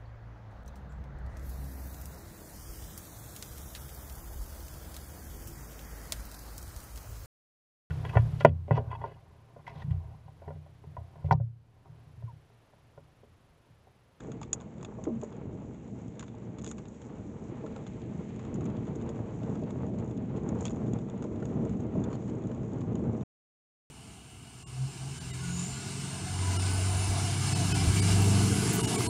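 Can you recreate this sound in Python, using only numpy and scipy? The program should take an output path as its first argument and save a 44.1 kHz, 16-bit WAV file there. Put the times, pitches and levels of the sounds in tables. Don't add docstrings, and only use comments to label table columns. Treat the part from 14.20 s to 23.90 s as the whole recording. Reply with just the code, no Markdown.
import sys
import numpy as np
from scipy import signal
from scipy.io import wavfile

SR = 44100
rng = np.random.default_rng(int(sys.argv[2]) if len(sys.argv) > 2 else 0)


def wrap_up_sound(samples):
    columns = np.atleast_2d(samples).T
    tamed = np.clip(columns, -1, 1)
    steps = np.round(tamed * 32767).astype(np.int16)
    wavfile.write(sys.argv[1], SR, steps)


def gain_from_decibels(decibels):
    exponent = np.asarray(decibels, float) / 20
    return 10 ** exponent


N = 427769
TIME_S = np.arange(N) / SR
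CUT_S = 9.0365


def evened(x):
    return x / np.sqrt(np.mean(x ** 2) + 1e-20)


def curve(points, at_s=TIME_S):
    return np.interp(at_s, *np.transpose(points))


def colour(x, points):
    hz, db = np.transpose(points)
    full_hz = abs(np.fft.fftfreq(16384, 1 / SR))
    gain_db = np.interp(np.log(full_hz + 1), np.log(hz + 1), db)
    log_gain = np.log(gain_from_decibels(np.maximum(gain_db, -100)))
    taps = np.fft.ifft(np.exp(np.conj(signal.hilbert(log_gain)))).real[:6000]
    return signal.oaconvolve(x, taps)[:len(x)]


def resonate(x, modes, order=1):
    out = np.zeros(len(x))
    for hz, width_hz, db in modes:
        section = signal.tf2sos(*signal.iirpeak(hz, hz / width_hz, SR))
        out += gain_from_decibels(db) * signal.sosfilt(np.repeat(section, order, axis=0), x)
    return out


def stones(per_s, spread_db, bed):
    size = gain_from_decibels(spread_db * np.minimum(rng.exponential(1, N), 5))
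    size = size * rng.choice([-1., 1.], N)
    hits = rng.random(N) < per_s / SR
    return evened(size * hits) + bed * rng.standard_normal(N)


def lumps(per_s, depth_db):
    knots_s = np.arange(0, N / SR + 1, 1 / per_s)
    return gain_from_decibels(depth_db * np.interp(TIME_S, knots_s, rng.standard_normal(len(knots_s))))


# start_s, level_db
ROUGHNESS = [(0.0, -42.5), (0.5, -44), (1.12, -43.5), (1.36, -39), (1.6, -43), (2.56, -42.5), (2.78, -47),
             (3.0, -41.5), (4.25, -39), (4.48, -33.5), (4.7, -36.5), (5.6, -35), (6.07, -35.5),
             (6.58, -30.5), (6.95, -37.5), (7.4, -32.5), (7.68, -34.5), (7.88, -30.5), (8.13, -35),
             (8.7, -34.5), (8.87, -29.5), (8.95, -34)]


def drumming_db(at_s=TIME_S):
    return curve(ROUGHNESS, at_s)


def following_db(calm_level_db, db_per_db):
    calm_drumming_db = -44
    return calm_level_db + db_per_db * (drumming_db() - calm_drumming_db)


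# pitch_hz, level_db
SHAKE_SPECTRUM = [(15, -31.5), (32, -17.5), (46, -3), (60, -3), (80, 0), (110, -18.5), (200, -86)]


def body_shake():
    shake = colour(rng.standard_normal(N), SHAKE_SPECTRUM)
    shake = evened(shake * lumps(per_s=2.5, depth_db=0.5))
    return gain_from_decibels(following_db(calm_level_db=-58, db_per_db=0.63)) * shake


# (relative, per Hz)
HISS_SPECTRUM = [(2240, -32.5), (3800, -10.5), (4600, -18), (5140, -13), (5700, -7), (6560, -1.5),
                 (6940, 1), (7840, -8), (8810, -24.5), (11500, -57.5), (19400, -120)]
# start_s, level_db
HISS_LEVEL = [(0, -72), (.22, -76), (.7, -75.5), (1.0, -72), (1.2, -76), (1.68, -73.5), (1.95, -74),
              (2.15, -78), (2.36, -78), (2.6, -74), (3.2, -72), (4.3, -72), (4.55, -74.5), (5.3, -71),
              (6.0, -76), (6.25, -75.5), (6.4, -71), (6.55, -73), (6.63, -70), (6.75, -74.5), (7.44, -72),
              (7.65, -75), (7.98, -70.5), (8.36, -75), (8.84, -73)]


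def tread_hiss():
    grit = stones(per_s=120, spread_db=2.5, bed=2)
    grit = grit * lumps(per_s=43, depth_db=1.5) * lumps(per_s=12, depth_db=1.3)
    return gain_from_decibels(curve(HISS_LEVEL)) * evened(colour(grit, HISS_SPECTRUM))


# (relative, per Hz)
ROAR_SPECTRUM = [(700, -58), (1100, -14.5), (1500, -5), (2200, -2.5), (3400, -10.5), (4800, -21),
                 (6500, -50), (10600, -110)]
# start_s, level_db
ROAR_SWELL = [(0, -69), (.4, -71.5), (3.0, -70.5), (3.6, -65.5), (4.3, -65.5), (6.1, -68), (7.6, -67.5),
              (9.0, -69.5)]


def tyre_roar(clumps):
    impacts = stones(per_s=430, spread_db=3, bed=2.3) * clumps
    return gain_from_decibels(curve(ROAR_SWELL)) * evened(colour(impacts, ROAR_SPECTRUM))


# (relative, per Hz)
CRUNCH_SPECTRUM = [(260, -34), (450, 0), (549, -9), (630, -11), (717, -16), (815, -12), (1250, -20.5),
                   (1710, -29.5), (2500, -37.5), (4800, -59.5), (6240, -82.5), (10600, -120)]


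def grit_crunch(clumps):
    grit = stones(per_s=250, spread_db=3.5, bed=1.65)
    grit = grit * clumps * lumps(per_s=14, depth_db=2.5)
    crunch = evened(colour(grit, CRUNCH_SPECTRUM))
    return gain_from_decibels(following_db(calm_level_db=-54.5, db_per_db=0.65)) * crunch


# (relative, per Hz)
DRUM_SPECTRUM = [(20, -46.5), (38, -28.5), (60, -16), (90, -6), (150, -2), (240, -4.5), (372, -7.5),
                 (470, -13.5), (540, -22), (700, -24), (900, -32), (1200, -42.5), (2000, -100)]
# pitch_hz, width_hz, level_db
CABIN_MODES = [(80, 14, -1.5), (119.4, 17, 5), (160, 6.1, -6.5), (203.5, 48, 1), (629, 40, 4.5),
               (781, 27, 2.5)]


def cabin_rumble():
    impacts = stones(per_s=400, spread_db=3.0, bed=1.23)
    impacts = impacts * lumps(per_s=30, depth_db=1.2) * lumps(per_s=9, depth_db=1.07)
    drum = colour(impacts, DRUM_SPECTRUM)
    return gain_from_decibels(drumming_db()) * evened(drum + resonate(drum, CABIN_MODES))


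def road():
    clumps = lumps(per_s=40, depth_db=1.5)
    return body_shake() + tread_hiss() + tyre_roar(clumps) + grit_crunch(clumps) + cabin_rumble()


# pitch_hz, width_hz (of one section), level_db (relative)
PORT_MODES = [(6793, 790, 10), (6370, 1100, -1.5), (5720, 610, -12.5), (7570, 380, -17.5)]


def through_port(x):
    return resonate(x, PORT_MODES, order=2)


# start_s, length_s, bright_db, dull_db (drive levels before the resonances)
GRIT_SPRAYS = [(0.648, .008, -61, -59), (1.996, .016, -59, -58), (2.387, .012, -60, -56),
               (2.486, .014, -51, -64), (2.503, 0.011, -54.5, -62), (2.582, .010, -59, -60),
               (2.817, .008, -66, -61), (3.668, 0.011, -60, -59), (6.440, 0.016, -62.5, -56),
               (6.386, .022, -69, -60), (4.564, 0.01, -68, -62), (4.667, .016, -70, -64),
               (5.779, 0.022, -66, -62), (6.163, .016, -62, -63), (6.406, .010, -52.5, -60),
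               (6.429, .008, -58, -64), (6.465, .008, -50, -57), (6.512, 0.0072, -57, -62),
               (7.838, .010, -58, -58), (7.9, .022, -65, -63), (7.927, .030, -66.5, -57.5),
               (8.077, 0.013, -67, -63), (8.09, 0.012, -63, -63), (8.606, .016, -62.5, -61)]
# pitch_hz, width_hz (of one section), level_db (relative)
ARCH_MODES = [(4040, 550, -1.5), (3000, 650, 1), (2100, 1200, 1.5)]


def sprays():
    rise_s, tail_t60_s = .001, .015
    t = np.arange(2000) / SR
    drive = np.zeros((2, N + len(t)))
    grains = rng.standard_normal((len(GRIT_SPRAYS), 2, len(t)))
    grains = grains * rng.exponential(1, (len(GRIT_SPRAYS), 1, len(t)))
    for (start_s, length_s, *levels_db), noise in zip(GRIT_SPRAYS, grains):
        tail = gain_from_decibels(-60 * np.maximum(t - length_s, 0) / tail_t60_s)
        burst = np.clip(t / rise_s, 0, 1) * tail
        start = round(start_s * SR)
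        drive[:, start:start + len(t)] += gain_from_decibels(levels_db)[:, None] * noise * burst
    bright, dull = drive[:, :N]
    return gain_from_decibels(-1.5) * through_port(bright) + gain_from_decibels(1.5) * resonate(dull, ARCH_MODES, order=2)


# start_s, level_db (before rise and doubling), pitch_hz, t60_s
BODY_PINGS = [(.8740, -27, 299, .04), (.2150, -34.5, 870, .02), (.2315, -43, 1170, 0.025),
              (.3305, -40, 1150, 0.017), (.3305, -43, 2190, .015), (.6290, -44, 900, 0.023),
              (.6490, -52, 1160, 0.021), (.8720, -49, 1240, 0.026), (1.0260, -50, 1270, 0.027),
              (1.0325, -27.5, 442, 0.038), (1.9945, -46, 1640, 0.017), (2.0270, -44, 1140, 0.02),
              (2.1430, -44, 850, 0.027), (2.4440, -56, 1300, 0.018), (2.8165, -48, 1500, .015),
              (3.4640, -47, 1360, 0.032), (3.5620, -47, 1330, 0.027), (3.6660, -51, 1240, .025),
              (4.4060, -49, 1220, 0.022), (5.4240, -36, 613, 0.043), (6.0110, -46, 714, .03),
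              (6.3090, -53, 750, 0.025), (6.4545, -40, 950, .02), (6.4540, -37.5, 5600, .01),
              (6.4545, -38, 3260, 0.015), (6.4805, -47.5, 3450, .012), (7.2245, -40.5, 1400, 0.024),
              (7.4250, -40, 600, 0.043), (7.7520, -38.5, 620, 0.057), (7.8395, -51.5, 3560, .02),
              (7.9320, -68, 4330, 0.097), (8.7535, -47, 840, 0.026), (8.9770, -48, 750, .03)]


def pings():
    rise_s, partner_ratio, partner_db = 0.002, 1.27, -10
    t = np.arange(5000) / SR
    out = np.zeros(N + len(t))
    for start_s, level_db, hz, t60_s in BODY_PINGS:
        pair = np.sin(2 * np.pi * hz * t)
        pair += gain_from_decibels(partner_db) * np.sin(2 * np.pi * partner_ratio * hz * t)
        envelope = gain_from_decibels(level_db - 60 * t / t60_s) * (1 - np.exp(-t / rise_s))
        start = round(start_s * SR)
        out[start:start + len(t)] += 2 * envelope * pair
    return out[:N]


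def small_ticks():
    count = 90
    level_db, spread_db = (-66, -68, -68), (2.2, 3.5, 3.5)
    t = np.arange(0, CUT_S, .001)
    share = np.cumsum(gain_from_decibels(.8 * drumming_db(t)))
    start_s = np.interp(rng.random(count), share / share[-1], t)
    return np.column_stack([start_s, level_db + spread_db * rng.standard_normal((count, 3))])


# start_s, bright_db, ring_db, knock_db (drive levels before the resonances)
LOUD_TICKS = [(0.0047, -57.5, -55, -45.5), (0.0715, -61, -73.5, -58), (0.1179, -51, -50, -46),
              (0.2144, -49, -55.5, -44), (0.2235, -66, -55, -56.5), (0.2285, -56, -54, -54),
              (0.2307, -49.5, -41.5, -44), (0.33, -22, -32.5, -39.5), (0.4021, -59, -52, -53),
              (0.4102, -58, -66, -49), (0.4176, -59, -61, -50.5), (0.5812, -64.5, -59, -56),
              (0.6098, -62, -61.5, -52.5), (0.6285, -47, -51, -46), (0.648, -47, -42, -42),
              (0.8391, -43.5, -53, -48.5), (0.8531, -64, -67, -46), (1.0145, -51, -54, -51),
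              (1.0344, -50, -74, -54), (1.0448, -53.5, -69, -50), (1.1251, -64, -54.5, -50.5),
              (1.458, -67, -72, -67), (1.599, -68, -75, -62), (1.816, -64, -72, -64),
              (1.8804, -59.5, -59, -64), (1.9545, -65, -66, -58), (1.9944, -43.5, -44, -50),
              (2.0073, -50, -54, -44), (2.0269, -52.5, -55, -39.5), (2.0384, -59.5, -55, -53),
              (2.0808, -60, -54, -49), (2.385, -52, -51, -49), (2.415, -58, -60, -57),
              (2.4214, -53, -62, -59), (2.4382, -54, -60, -47), (2.444, -41, -46, -47),
              (2.456, -56, -54, -60), (2.4636, -43.5, -43.5, -43), (2.4755, -42.5, -42.5, -49),
              (2.4889, -50, -57, -64), (2.5135, -39.5, -48, -42), (2.5725, -63, -70, -69),
              (2.5819, -53, -53, -45), (2.6546, -61.5, -49.5, -49), (2.6833, -55.5, -69, -59),
              (2.742, -66, -62, -60), (2.8174, -56, -57, -51), (2.9556, -64, -70, -67),
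              (2.984, -64, -68, -62), (3.4638, -60, -57, -46), (3.5621, -57, -51, -45),
              (3.6659, -58, -50, -49), (3.818, -62, -53, -56), (4.1618, -57, -59, -52),
              (4.1933, -59, -62, -46), (4.2506, -60, -64, -46), (4.3424, -47.5, -68, -58),
              (4.357, -57, -72, -45), (4.408, -54, -59, -47.5), (4.4545, -48.5, -68, -50),
              (4.461, -60, -54, -46), (4.5006, -63, -63, -47), (4.567, -66, -53, -52.5),
              (4.669, -62, -60, -60), (4.676, -63, -62, -55), (4.7525, -61, -62, -52),
              (4.7575, -52.5, -62, -59), (4.8139, -60, -58, -53), (4.8215, -62, -58, -53),
              (4.8912, -48.5, -50, -47), (4.8989, -57, -58, -54), (4.959, -62, -62, -53),
              (5.2324, -60, -52, -48.5), (5.2963, -61, -61, -52), (5.3337, -67, -68, -58),
              (5.354, -60, -54, -52), (5.3935, -62, -65, -58.5), (5.4195, -64, -63, -63),
              (5.436, -62.5, -53, -61), (5.5061, -53, -54, -43.5), (5.6824, -66, -71, -62),
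              (5.7865, -56, -63, -49.5), (5.845, -59.5, -69, -68), (5.911, -58, -55, -64),
              (5.9752, -57.5, -53, -55), (6.1621, -62, -61, -52), (6.2339, -58.5, -62, -65),
              (6.2898, -45, -56, -49), (6.3529, -64.5, -68, -64), (6.3883, -62.5, -60, -61),
              (6.4084, -45, -58, -43.5), (6.4272, -49, -74, -53.5), (6.4535, -34.5, -36.5, -38),
              (6.4641, -46, -40.5, -43), (6.472, -49, -62, -45), (6.4802, -49.5, -41, -53),
              (6.506, -50, -58, -44.5), (6.4965, -51.5, -59.5, -50.5), (6.5604, -58, -60, -53),
              (6.6696, -63, -59, -53), (6.7344, -50, -49.5, -61), (6.7874, -57.5, -53, -55),
              (6.8986, -55, -54, -56.5), (6.977, -60, -65, -63), (7.024, -51, -51, -44),
              (7.0407, -55.5, -63, -45), (7.159, -65, -58, -56), (7.2019, -61, -57, -49),
              (7.2262, -63, -72, -49), (7.2541, -51.5, -52, -47), (7.3157, -67, -68, -61),
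              (7.4514, -54, -66.5, -47), (7.4946, -54, -74.5, -48), (7.5708, -61, -72, -59),
              (7.6049, -53.5, -66, -55), (7.8391, -48.5, -50, -48), (7.9289, -54, -56.5, -42),
              (7.9525, -55, -60, -51), (8.0256, -63, -63, -61), (8.0784, -61, -64, -52),
              (8.0975, -63, -63, -49), (8.238, -66, -61, -56), (8.2711, -54, -58, -55.5),
              (8.3151, -61, -66, -45), (8.3468, -60, -61.5, -58), (8.432, -61, -65, -50),
              (8.5184, -68.5, -64, -59), (8.5333, -56, -56, -62), (8.5848, -63.5, -63, -59),
              (8.6072, -59, -58, -59), (8.6151, -60, -60, -46.5), (8.7295, -66, -67, -64),
              (8.7543, -51, -58, -44), (9.0098, -61, -54, -57)]
# pitch_hz (middle patch), width_hz (of one section), level_db (relative)
PANEL_MODES = [(3417, 420, 2), (2650, 840, -2), (4550, 1100, -10)]
# pitch_hz (middle patch), width_hz (of one section), level_db (relative)
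KNOCK_MODES = [(684, 750, 4.5), (1070, 700, 6), (1430, 550, -5.5), (1980, 1500, -7.5)]


def ticks():
    patches = 1 + .025 * np.array([-1, 0, 1])
    rise_s = np.array([[.0007], [.0012], [.0022]])
    scatter_t60_s = np.array([[.042], [.028], [.028]])
    scatter_share = np.array([[.27], [.3], [.32]])
    t = np.arange(4000) / SR
    blow = 1.1 * gain_from_decibels(-60 * t / 0.0048)
    scatter = scatter_share * gain_from_decibels(-60 * t / scatter_t60_s)
    shape = (blow + scatter) * (1 - np.exp(-t / rise_s))
    first_contacts = 1.15 * np.hanning(22)[1:-1] * (np.arange(20) % 6 < 3)

    drive = np.zeros((len(patches), 3, N + len(t)))
    rows = np.vstack([LOUD_TICKS, small_ticks()])
    rattle = rng.standard_normal((len(rows), 3, len(t)))
    struck = rng.choice(len(patches), len(rows), p=[.25, .5, .25])
    for (start_s, *levels_db), noise, patch in zip(rows, rattle, struck):
        crack = noise * shape
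        crack[0, :20] += first_contacts
        crack[1:, 4] += (3.0, 1.3)
        start = round(start_s * SR)
        drive[patch, :, start:start + len(t)] += gain_from_decibels(levels_db)[:, None] * crack

    bright = through_port(drive[:, 0, :N].sum(0))
    ring, knock = np.zeros(N), np.zeros(N)
    for patch_drive, ratio in zip(drive, patches):
        ring += resonate(patch_drive[1, :N], np.multiply(PANEL_MODES, (ratio, 1, 1)), order=2)
        knock += resonate(patch_drive[2, :N], np.multiply(KNOCK_MODES, (ratio, 1, 1)), order=2)
    return gain_from_decibels(9.5) * bright + gain_from_decibels(17.5) * ring + gain_from_decibels(17.0) * knock


# start_s (1 ms after the onset), level_db (before a 9 dB trim),
# boom_db (relative gain of the lowest mode), hardness_db_per_octave
FLOOR_THUDS = [(0.08, -29, -14.5, -1), (0.783, -30, -9, 7), (0.869, -19, -3.5, -2), (0.89, -23, 7, -0.5),
               (1.024, -30, -12, 9), (2.144, -49, -18, 6), (2.468, -30.5, -2, -1), (3.319, -35, -13, -16),
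               (3.438, -24, -1, 2), (4.321, -28.5, 3, 3), (4.754, -27.5, 0.5, -6), (4.896, -29, -17, 4.5),
               (5.422, -26, -12, -2), (5.739, -28, 2, -2), (6.009, -32.5, -4.5, 2.5),
               (6.137, -40.5, -0.5, 12), (6.186, -40.5, -14.5, -4.5), (6.231, -28.5, 8.5, 0),
               (6.285, -33, 5.5, -8), (6.307, -43, -5.5, -1.5), (6.401, -31.5, -13.5, 7.5),
               (6.459, -30, -4, -7), (6.526, -29, -3, -6), (6.70, -33, 1.5, -6.5), (6.933, -29.5, -8, 8),
               (7.042, -24.5, -17, 4), (7.112, -26.5, -5, -5), (7.222, -26, -6.5, -3.5),
               (7.368, -39.5, 12, -8), (7.43, -20, -22, -2), (7.457, -22.5, -8.5, 1.5),
               (7.645, -28, -15, 3.5), (7.75, -25, 0, 3), (7.992, -31, -18, -4.5), (8.294, -27.5, -10, 5.5),
               (8.752, -38.5, -11, 4.5), (8.82, -27.5, -3, -12), (8.977, -28, 8.5, 1)]
# pitch_hz (before detuning), level_db (relative), t60_s
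PAN_MODES = [(227.6, 2, 0.4), (325.6, 5.5, 0.072), (371, 4.5, 0.069), (455.5, 1, .12), (551.5, -11.5, 0.17),
             (610.6, -3, 0.095), (792, -10.5, 0.061), (927, -15, 0.075), (1046, -16.5, 0.082)]


def thuds():
    t = np.arange(20000) / SR
    out = np.zeros(N + len(t))
    detune = 1 + .025 * rng.standard_normal((len(FLOOR_THUDS), len(PAN_MODES)))
    detune[:, 0] = 1
    hz, mode_db, t60_s = np.transpose(PAN_MODES)[:, :, None]
    beat = 1 + 0.31 * np.cos(2 * np.pi * 24 * t)
    late_swell = (1 - np.exp(-t / 0.022)) ** 2
    soft_start = 1 - np.exp(-t / 0.004)
    for (start_s, level_db, boom_db, hardness), factor in zip(FLOOR_THUDS, detune):
        decay = gain_from_decibels(mode_db + hardness * np.log2(hz / 450) - 60 * t / t60_s)
        modes = decay * np.sin(2 * np.pi * hz * factor[:, None] * t)
        boom = gain_from_decibels(boom_db) * modes[0] * beat * late_swell
        ring = boom + modes[1:].sum(0)
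        start = round((start_s - .001) * SR)
        out[start:start + len(t)] += gain_from_decibels(level_db - 9.0) * ring * soft_start
    return out[:N]


def scene():
    return (road() + sprays() + pings() + ticks() + thuds())[None]


def roll_off(x):
    return signal.sosfilt(signal.butter(12, 9040, fs=SR, output="sos"), x)


def record(dry):
    edge_hz, fade_s = 8900, 0.0037
    low_pass = signal.firwin(255, edge_hz, fs=SR)[None]
    limited = signal.oaconvolve(dry, low_pass, "same")
    mix = limited * np.clip((CUT_S - TIME_S) / fade_s, 0, 1)
    return roll_off(mix)


dry = scene()
out = record(dry)
wrap_up_sound(out)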